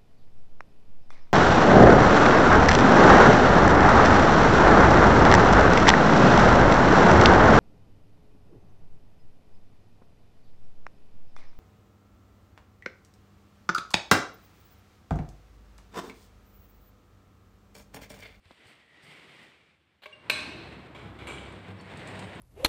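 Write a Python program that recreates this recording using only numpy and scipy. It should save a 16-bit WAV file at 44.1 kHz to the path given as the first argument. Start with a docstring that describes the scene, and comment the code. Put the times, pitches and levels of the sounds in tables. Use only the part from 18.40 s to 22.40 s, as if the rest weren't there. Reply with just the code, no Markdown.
"""An old lift in a hard-walled stairwell, heard from beside the call button. A sleeve rustles as an arm
reaches out, with soft handling knocks close to the microphone. At 1.6 s the button scrapes in, knocks
and squeaks; it snaps back against its ringing steel plate as the door motor starts up. From 2.5 s the
latch clanks farther off in the shaft, and the doors rumble open, panels booming and rollers ticking."""
import sys
import numpy as np
from scipy import signal
from scipy.fft import rfft, irfft
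from scipy.io import wavfile

SR = 44100
rng = np.random.default_rng(int(sys.argv[2]) if len(sys.argv) > 2 else 0)


def output_pcm(signal):
    """Save a mono or channel-first signal as 16-bit PCM at the path in sys.argv[1].

    Samples are clipped to [-1, 1] before scaling.
    """
    pcm = np.clip(np.atleast_2d(signal).T, -1, 1) * 32767
    wavfile.write(sys.argv[1], SR, np.round(pcm).astype(np.int16))


N = 176400
T = np.arange(N) / SR


def from_db(db):
    """Decibels to gain."""
    return 10 ** (np.asarray(db) / 20)


def rms_one(x):
    """Scale to unit rms."""
    return x / np.sqrt(np.mean(x ** 2) + 1e-20)


def level(rows):
    """Gain over time from (time [s], level [dB]) points, fading quickly outside them."""
    s, db = np.transpose(rows)
    outside = np.maximum(s[0] - T, 0) + np.maximum(T - s[-1], 0)
    return from_db(np.interp(T, s, db) - 200 * outside)


def at_hz(points, hz):
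    """Read a table on a log-frequency axis."""
    f, value = np.transpose(points)
    return np.interp(np.log(hz + 1e-3), np.log(f), value)


def coloured(x, colour):
    """Give a signal a spectrum; unit rms."""
    gain = from_db(at_hz(colour, np.fft.rfftfreq(N, 1 / SR)))
    return rms_one(irfft(rfft(x) * gain, N))


def shaped(x, colour):
    """Colour a burst and keep its energy."""
    return coloured(x, colour) * np.sqrt(np.mean(x ** 2))


def low_cut(x, hz):
    """Second-order high-pass."""
    return signal.sosfilt(signal.butter(2, hz, "high", fs=SR, output="sos"), x)


def noise():
    """White noise."""
    return rng.standard_normal(N)


def drift(rate_hz):
    """Smooth random wander of unit rms."""
    step, settle = 20, 2000
    pole = np.exp(-2 * np.pi * rate_hz * step / SR)
    white = rng.standard_normal(N // step + settle + 2)
    slow = signal.lfilter([1], [1, -2 * pole, pole * pole], white)[settle:]
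    return np.interp(np.arange(N) / step, np.arange(len(slow)), rms_one(slow))


def grains(per_s, spread_db):
    """Random tiny impacts of uneven size; unit rms."""
    sizes = from_db(spread_db * np.minimum(rng.exponential(1, N), 4))
    return rms_one((rng.random(N) < per_s / SR) * sizes * rng.choice([-1, 1], N))


def click(s, db):
    """One impulse."""
    return from_db(db) * (np.arange(N) == int(s * SR))


def dying(s, decay_s):
    """Sudden start and exponential fall."""
    return (T >= s) * np.exp(-np.abs(T - s) / decay_s)


def rattle(s, db, decay_s):
    """A dying burst of contacts with the energy of one impulse."""
    t = T[:SR // 4]
    burst = rng.standard_normal(len(t)) * np.exp(-t / decay_s)
    return np.pad(from_db(db) * burst / np.linalg.norm(burst), (int(s * SR), N))[:N]


def ring(x, modes):
    """Each unit impulse sets every mode ringing at its level."""
    out = 0
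    for hz, db, t60 in modes:
        r, w = from_db(-60 / (t60 * SR)), 2 * np.pi * hz / SR
        mode = signal.lfilter([0, np.sin(w)], [1, -2 * r * np.cos(w), r * r], x + 1e-18)
        out = out + from_db(db) * mode
    return out


def rough_tone(rows, width_hz):
    """A narrow band of friction noise that follows (time [s], pitch [Hz], level [dB]) points."""
    s, hz, db = np.transpose(rows)
    phase = 2 * np.pi * np.cumsum(np.interp(T, s, hz)) / SR
    return level(np.c_[s, db]) * (drift(width_hz) * np.cos(phase) + drift(width_hz) * np.sin(phase))


def hall_response():
    """Diffuse echoes off the hard walls build up fast and die soonest in the top treble."""
    # reverberation time (frequency [Hz], t60 [s])
    decay = [(100, 1.3), (500, 0.78), (2000, 0.97), (4000, 1.18), (8000, 0.59), (15000, 0)]
    # colour of the echoes (frequency [Hz], gain [dB])
    colour = [(100, 1), (600, 1), (1500, 1.5), (2500, -4.1), (4000, 2), (6000, 0.22), (8200, 6.5),
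              (15000, -2)]
    edges_hz, build_s = np.geomspace(60, 16000, 13), 0.0067
    out, t = 0, T[:SR]
    for band in zip(edges_hz, edges_hz[1:]):
        hz = np.sqrt(band[0] * band[1])
        band_pass = signal.butter(2, band, "band", fs=SR, output="sos")
        echoes = signal.sosfilt(band_pass, rng.standard_normal(SR))
        out = out + echoes * from_db(at_hz(colour, hz) - 60 * t / at_hz(decay, hz))
    out = out * (1 - np.exp(-t / build_s))
    return out / np.linalg.norm(out) / 2


def echo(x, hall):
    """The stairwell's answer to a sound."""
    return signal.fftconvolve(x, hall)[:N]


def room_tone():
    """The still air of the stairwell, faint and low."""
    # background spectrum (frequency [Hz], gain [dB])
    colour = [(15, -59), (25, -29), (43, -29), (62, -6), (86, 1), (101, -7.5), (389, -12), (469, -22),
              (2170, -24), (6210, -42.5), (15500, -47.5)]
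    return from_db(-72.5) * coloured(noise(), colour)


def sleeve():
    """Close and dry, cloth slides over cloth with crease snaps, hiss and a rough whistle of the weave."""
    # rustle and high hiss (time [s], level [dB])
    rub_level = [(0.0, -74), (0.04, -70.5), (0.056, -62.5), (0.098, -65.5), (0.11, -58), (0.138, -62.5),
                 (0.298, -56.5), (0.48, -65), (0.726, -52.5), (0.89, -55), (0.98, -54), (1.31, -65.5),
                 (1.376, -71.5), (1.6, -73.5)]
    hiss_level = [(0, -83), (.12, -73.5), (.24, -79), (.275, -64.5), (.33, -73), (.42, -82), (.615, -83),
                  (.63, -64.5), (.8, -72.5), (1.05, -72.5), (1.2, -87), (1.4, -100)]
    # their spectra (frequency [Hz], gain [dB])
    rub_colour = [(35, -44), (60, -12), (91, -16), (139, -1.5), (236, -6), (335, -5), (475, -6),
                  (953, -9.5), (1630, -8.5), (2100, -4.5), (3340, -8.5), (6260, -28.5), (8270, -27.5),
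                  (12300, -45), (15500, -46)]
    hiss_colour = [(2500, -28), (4500, 7), (6300, -10), (8400, 2.5), (10000, -8), (12500, -14),
                   (15300, -10)]
    # whistle of the weave (time [s], pitch [Hz], level [dB])
    weave = [(.1, 2150, -80), (.3, 2000, -68), (.5, 1930, -66), (.6, 1920, -62), (.75, 2230, -58),
             (.88, 2100, -65.5), (1, 1970, -59), (1.09, 1920, -68), (1.15, 2300, -68), (1.35, 2350, -76)]
    rub = coloured(noise() + from_db(-15) * grains(per_s=110, spread_db=4), rub_colour)
    hiss = coloured(noise() + 0.52 * grains(per_s=600, spread_db=5.5), hiss_colour)
    cloth = level(rub_level) * rub + level(hiss_level) * hiss + rough_tone(weave, width_hz=120)
    return cloth * from_db(.7 * drift(19))


def handling():
    """Dull knocks close to the microphone, each a damped sine."""
    # soft knocks (time [s], pitch [Hz], level [dB], t60 [s])
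    bumps = [(0.058, 1300, -50, 0.0029), (0.0562, 3900, -47.5, .004), (.058, 87, -48, .09),
             (0.1089, 920, -32.5, 0.0025), (0.11, 260, -43.5, 0.016), (.114, 3800, -45, .004),
             (0.1144, 477, -44, 0.0059), (0.258, 116, -48, 0.05), (0.634, 140, -52.5, 0.25),
             (0.681, 147, -52, 0.27)]
    return sum(from_db(db) * dying(s, t60 / np.log(1000)) * np.sin(2 * np.pi * hz * (T - s))
               for s, hz, db, t60 in bumps)


def button_press(hall):
    """The button scrapes in, bottoms out with a hollow knock and squeaks under the finger."""
    # scrapes against its housing (time [s], level [dB], decay [s])
    scrapes = [(1.6203, -29, 0.021), (1.626, -28, 0.011), (1.635, -21, 0.011), (1.662, -23.5, 0.0062)]
    # their spectrum (frequency [Hz], gain [dB])
    scrape_colour = [(300, -8), (600, -0.5), (1800, 1), (2700, 4), (4200, 0.5), (5500, -22), (9000, -22),
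                     (12500, -24), (15000, -20)]
    # hits on the stop (time [s], level [dB])
    hits = [(1.658, -40.5), (1.6599, -36), (1.6655, -48)]
    # hollow modes (frequency [Hz], gain [dB], t60 [s])
    modes = [(424, -13, 0.057), (609, -11.5, 0.18), (1134, -6, 0.027), (1610, -8, 0.018), (2260, 1, 0.023),
             (2680, -10, 0.023)]
    # squeak harmonics, lowest first (level [dB])
    partials_db = [-43, -72, -70]
    scrape = shaped(sum(rattle(s, db, decay_s) for s, db, decay_s in scrapes), scrape_colour)
    knock = low_cut(ring(sum(click(s, db) for s, db in hits), modes), 320)
    direct = scrape + knock + squeak(1.724, length_s=.021, hz=2850, partials_db=partials_db)
    return direct + echo(direct, hall)


def squeak(s, length_s, hz, partials_db):
    """A short, slightly rough stick-slip tone that swells, sags in pitch and stops."""
    jitter, sag_hz_per_s = .012, 4500
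    t = np.clip(T - s, 0, length_s)
    uneven_t = t + jitter * np.cumsum(drift(180)) / SR
    phase = 2 * np.pi * (hz * uneven_t - sag_hz_per_s * t * t / 2)
    tone = sum(from_db(db) * np.sin(k * phase) for k, db in enumerate(partials_db, 1))
    return np.sin(np.pi * t / length_s) * tone


def rollers():
    """The door rollers grind along their track with a gritty, wavering hiss."""
    # rolling noise (time [s], level [dB])
    track_level = [(1.7, -78), (1.86, -55.5), (2.2, -49), (2.5, -55), (2.8, -56.5), (3.1, -53), (3.3, -53),
                   (3.46, -52), (3.51, -47.5), (3.6, -47), (3.72, -45), (3.82, -43.5), (3.9, -45.5),
                   (4, -46.5)]
    # its spectrum (frequency [Hz], gain [dB])
    track_colour = [(240, -21), (400, 1.5), (643, -1), (705, -2), (1110, -5), (1200, -9.5), (2020, -3.5),
                    (3790, -13.5), (6280, -33), (7780, -28), (8660, -28), (12100, -55.5), (15500, -39)]
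    grind = coloured(noise() + .5 * grains(per_s=400, spread_db=3.5), track_colour)
    return level(track_level) * grind * from_db(1.6 * drift(10.6))


def drive():
    """Gearing rumbles through the shaft; the motor hums unsteadily and groans as it takes the load."""
    # gear rumble and motor hum (time [s], level [dB])
    rumble_level = [(1.73, -68.5), (1.93, -47.5), (2.1, -46.5), (2.61, -50.5), (2.63, -46), (2.77, -48),
                    (2.88, -47), (3.26, -49), (3.3, -44.5), (3.36, -51), (3.42, -45.5), (3.44, -53),
                    (3.56, -45.5), (3.89, -44.5), (3.9, -50), (4.0, -43)]
    hum_level = [(1.8, -63), (2.1, -76), (2.22, -49), (2.55, -48.5), (2.8, -37.5), (3.15, -43), (3.3, -60),
                 (4, -56)]
    # rumble spectrum and hum lines (frequency [Hz], gain [dB])
    rumble_colour = [(48, -15), (70, -2.5), (110, 1), (170, -1), (240, -2), (330, -3.5), (480, -11.5),
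                     (800, -12), (1600, -15.5), (4000, -52)]
    hum_lines = [(65.6, -11), (131, -17.5)]
    # groan under load (time [s], pitch [Hz], level [dB])
    groan = [(2.0, 254, -65), (2.08, 273, -47), (2.13, 322.6, -55), (2.2, 344.2, -50), (2.3, 346, -56)]
    uneven_t = T + np.cumsum(0.011 * drift(7.1)) / SR
    tone = sum(from_db(db) * np.sqrt(2) * np.sin(2 * np.pi * hz * uneven_t) for hz, db in hum_lines)
    rumble = level(rumble_level) * coloured(noise(), rumble_colour)
    hum = level(hum_level) * tone * from_db(2.1 * drift(8))
    return hum + rumble + rough_tone(groan, width_hz=31)


def button_release(hall):
    """The button springs back with a crack and chatters on its stop; its steel plate rings on."""
    # spectrum of the crack (frequency [Hz], gain [dB])
    crack_colour = [(300, -15), (600, 0), (1500, 3), (4300, 0.5), (5600, -7.5), (7400, -8), (8500, -6),
                    (10500, -9.5), (12200, -7), (13200, -6), (15300, -9)]
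    # damped button modes (frequency [Hz], peak [dB], t60 [s])
    button_modes = [(537, -26, 0.029), (1100, -32.5, 0.032), (1550, -23, 0.022), (2147, -21.5, 0.023),
                    (2420, -15, 0.011), (2615, -13.5, 0.013), (3480, -26.5, 0.014), (4022, -18, 0.014),
                    (4890, -34, 0.017), (8120, -33, 0.011), (12000, -45, .012)]
    # ringing plate modes (frequency [Hz], gain [dB], t60 [s])
    plate_modes = [(612, -14, .5), (1088, -11, .8), (1140, -13, .6), (1611, -14, .6), (1761, -11, .62),
                   (2192, -8, .9), (2379, 0, .3), (2471, -6, .5), (2509, -4, .53), (2538, -4, .66),
                   (3454, -10, .47), (3912, -9, .5), (3953, -7, .5), (4094, -6, .56), (4264, -17, .68),
                   (4436, -15, .6), (4976, -17, .5), (6062, -24, .47), (8104, -11, .3)]
    snap_s, bounce_s, count, spread_db = 1.8985, .0014, 4, 0.5
    body = shaped(rattle(snap_s, db=-6, decay_s=0.0085), crack_colour)
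    bounces = ((snap_s + bounce_s * np.arange(count)) * SR).astype(int)
    for hz, db, t60 in button_modes:
        contacts = np.zeros(N)  # each bounce meets each mode differently
        contacts[bounces] = rng.choice([-1, 1], count) * from_db(-spread_db * rng.standard_normal(count))
        mode = ring(contacts, [(hz, 0, t60)])
        body = body + from_db(db) * mode / np.abs(mode).max()
    body = low_cut(body, 400)
    plate = ring(click(snap_s, db=-33), plate_modes)
    return body + plate + from_db(0.5) * echo(body, hall)


def latch(hall):
    """Steel links clatter and ring behind the doors, set back in the shaft's echo."""
    # latch and linkage clanks (time [s], clatter level [dB], decay [s], ring level [dB])
    clanks = [(2.547, -43, 0.06, -55), (2.789, -42.5, 0.094, -64), (2.871, -38, 0.074, -35.5)]
    # clatter spectrum (frequency [Hz], gain [dB])
    colour = [(150, -40), (250, -8.5), (335, -3), (593, -10), (1590, -11), (1790, -20), (2280, -5),
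              (2620, -16), (3270, -12.5), (5790, -36.5), (8610, -40), (15500, -52)]
    # steel latch modes (frequency [Hz], gain [dB], t60 [s])
    modes = [(335, -5, .15), (1585, -8, .12), (2310, 2, .22), (3235, -9, .06), (7370, -8, .05),
             (7750, -8, .02), (8300, -7, .02), (8830, -8, .018), (10000, -13, .012), (10680, -18, .012),
             (13500, -16, .003)]
    bursts = sum(from_db(db) * dying(s, decay_s) for s, db, decay_s, _ in clanks)
    clatter = bursts * coloured(grains(per_s=2500, spread_db=2.5), colour)
    contacts = sum(rattle(s, ring_db, decay_s=.03) for s, _, _, ring_db in clanks)
    direct = clatter + ring(contacts, modes)
    return from_db(-2.5) * direct + from_db(1.5) * echo(direct, hall)


def door_panels():
    """The sheet panels boom when jolted."""
    # jolts (time [s], level [dB])
    jolts = [(2.63, -42.5), (2.799, -49), (2.97, -48), (3.131, -44), (3.275, -38.5), (3.401, -44.5),
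             (3.58, -46), (3.711, -41.5), (3.799, -41), (3.949, -47)]
    # panel modes (frequency [Hz], gain [dB], t60 [s])
    modes = [(99.7, 1.5, 0.6), (188.1, 2, 0.35), (326, -11, 0.28), (421, -16, .3), (489, -7, 0.26)]
    rise_s = .012
    hits = sum(click(s, db) for s, db in jolts)
    onset = [(hz, db, rise_s * np.log(1000)) for hz, db, _ in modes]
    return ring(hits, modes) - ring(hits, onset)  # taking away a fast-dying copy softens the attack


def roller_ticks(hall):
    """Rollers and chain tick and dry bearings chirp, echoing up the stairwell."""
    # ticks (time [s], level [dB])
    ticks = [(2.788, -41), (3.123, -35.5), (3.282, -39.5), (3.41, -34.5), (3.572, -28), (3.673, -25.5),
             (3.682, -30.5), (3.755, -35), (3.792, -23), (3.841, -36), (3.951, -36)]
    # their spectrum (frequency [Hz], gain [dB])
    colour = [(1000, -6), (2200, -3), (4000, 3), (6000, -8.5), (7500, 0), (8500, 2.5), (10000, -9.5),
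              (11500, -20), (15000, -28)]
    # bearing chirps (time [s], length [s], pitch [Hz], level [dB])
    chirps = [(2.983, 0.0034, 3020, -37), (3.382, 0.025, 5500, -65), (3.396, 0.017, 4470, -53.5)]
    ticking = shaped(sum(rattle(s, db, decay_s=.007) for s, db in ticks), colour)
    direct = ticking + sum(squeak(s, length_s, hz, [db]) for s, length_s, hz, db in chirps)
    return direct + from_db(-2) * echo(direct, hall)


def scene():
    """All sources in the stairwell, at one mono microphone."""
    hall = hall_response()
    near = room_tone() + sleeve() + handling() + button_press(hall) + button_release(hall)
    lift = drive() + latch(hall) + rollers() + door_panels() + roller_ticks(hall)
    return (near + lift)[None]


def record(dry):
    """The recorder rounds the highest peaks and cuts the deep bass and the top."""
    ceiling, bass_hz, top_hz = .4, 45, 15450
    rounded = ceiling * np.tanh(dry / ceiling)
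    top_cut = signal.ellip(10, .2, 70, top_hz, fs=SR, output="sos")
    return signal.sosfilt(top_cut, low_cut(rounded, bass_hz))


dry = scene()
out = record(dry)
output_pcm(out)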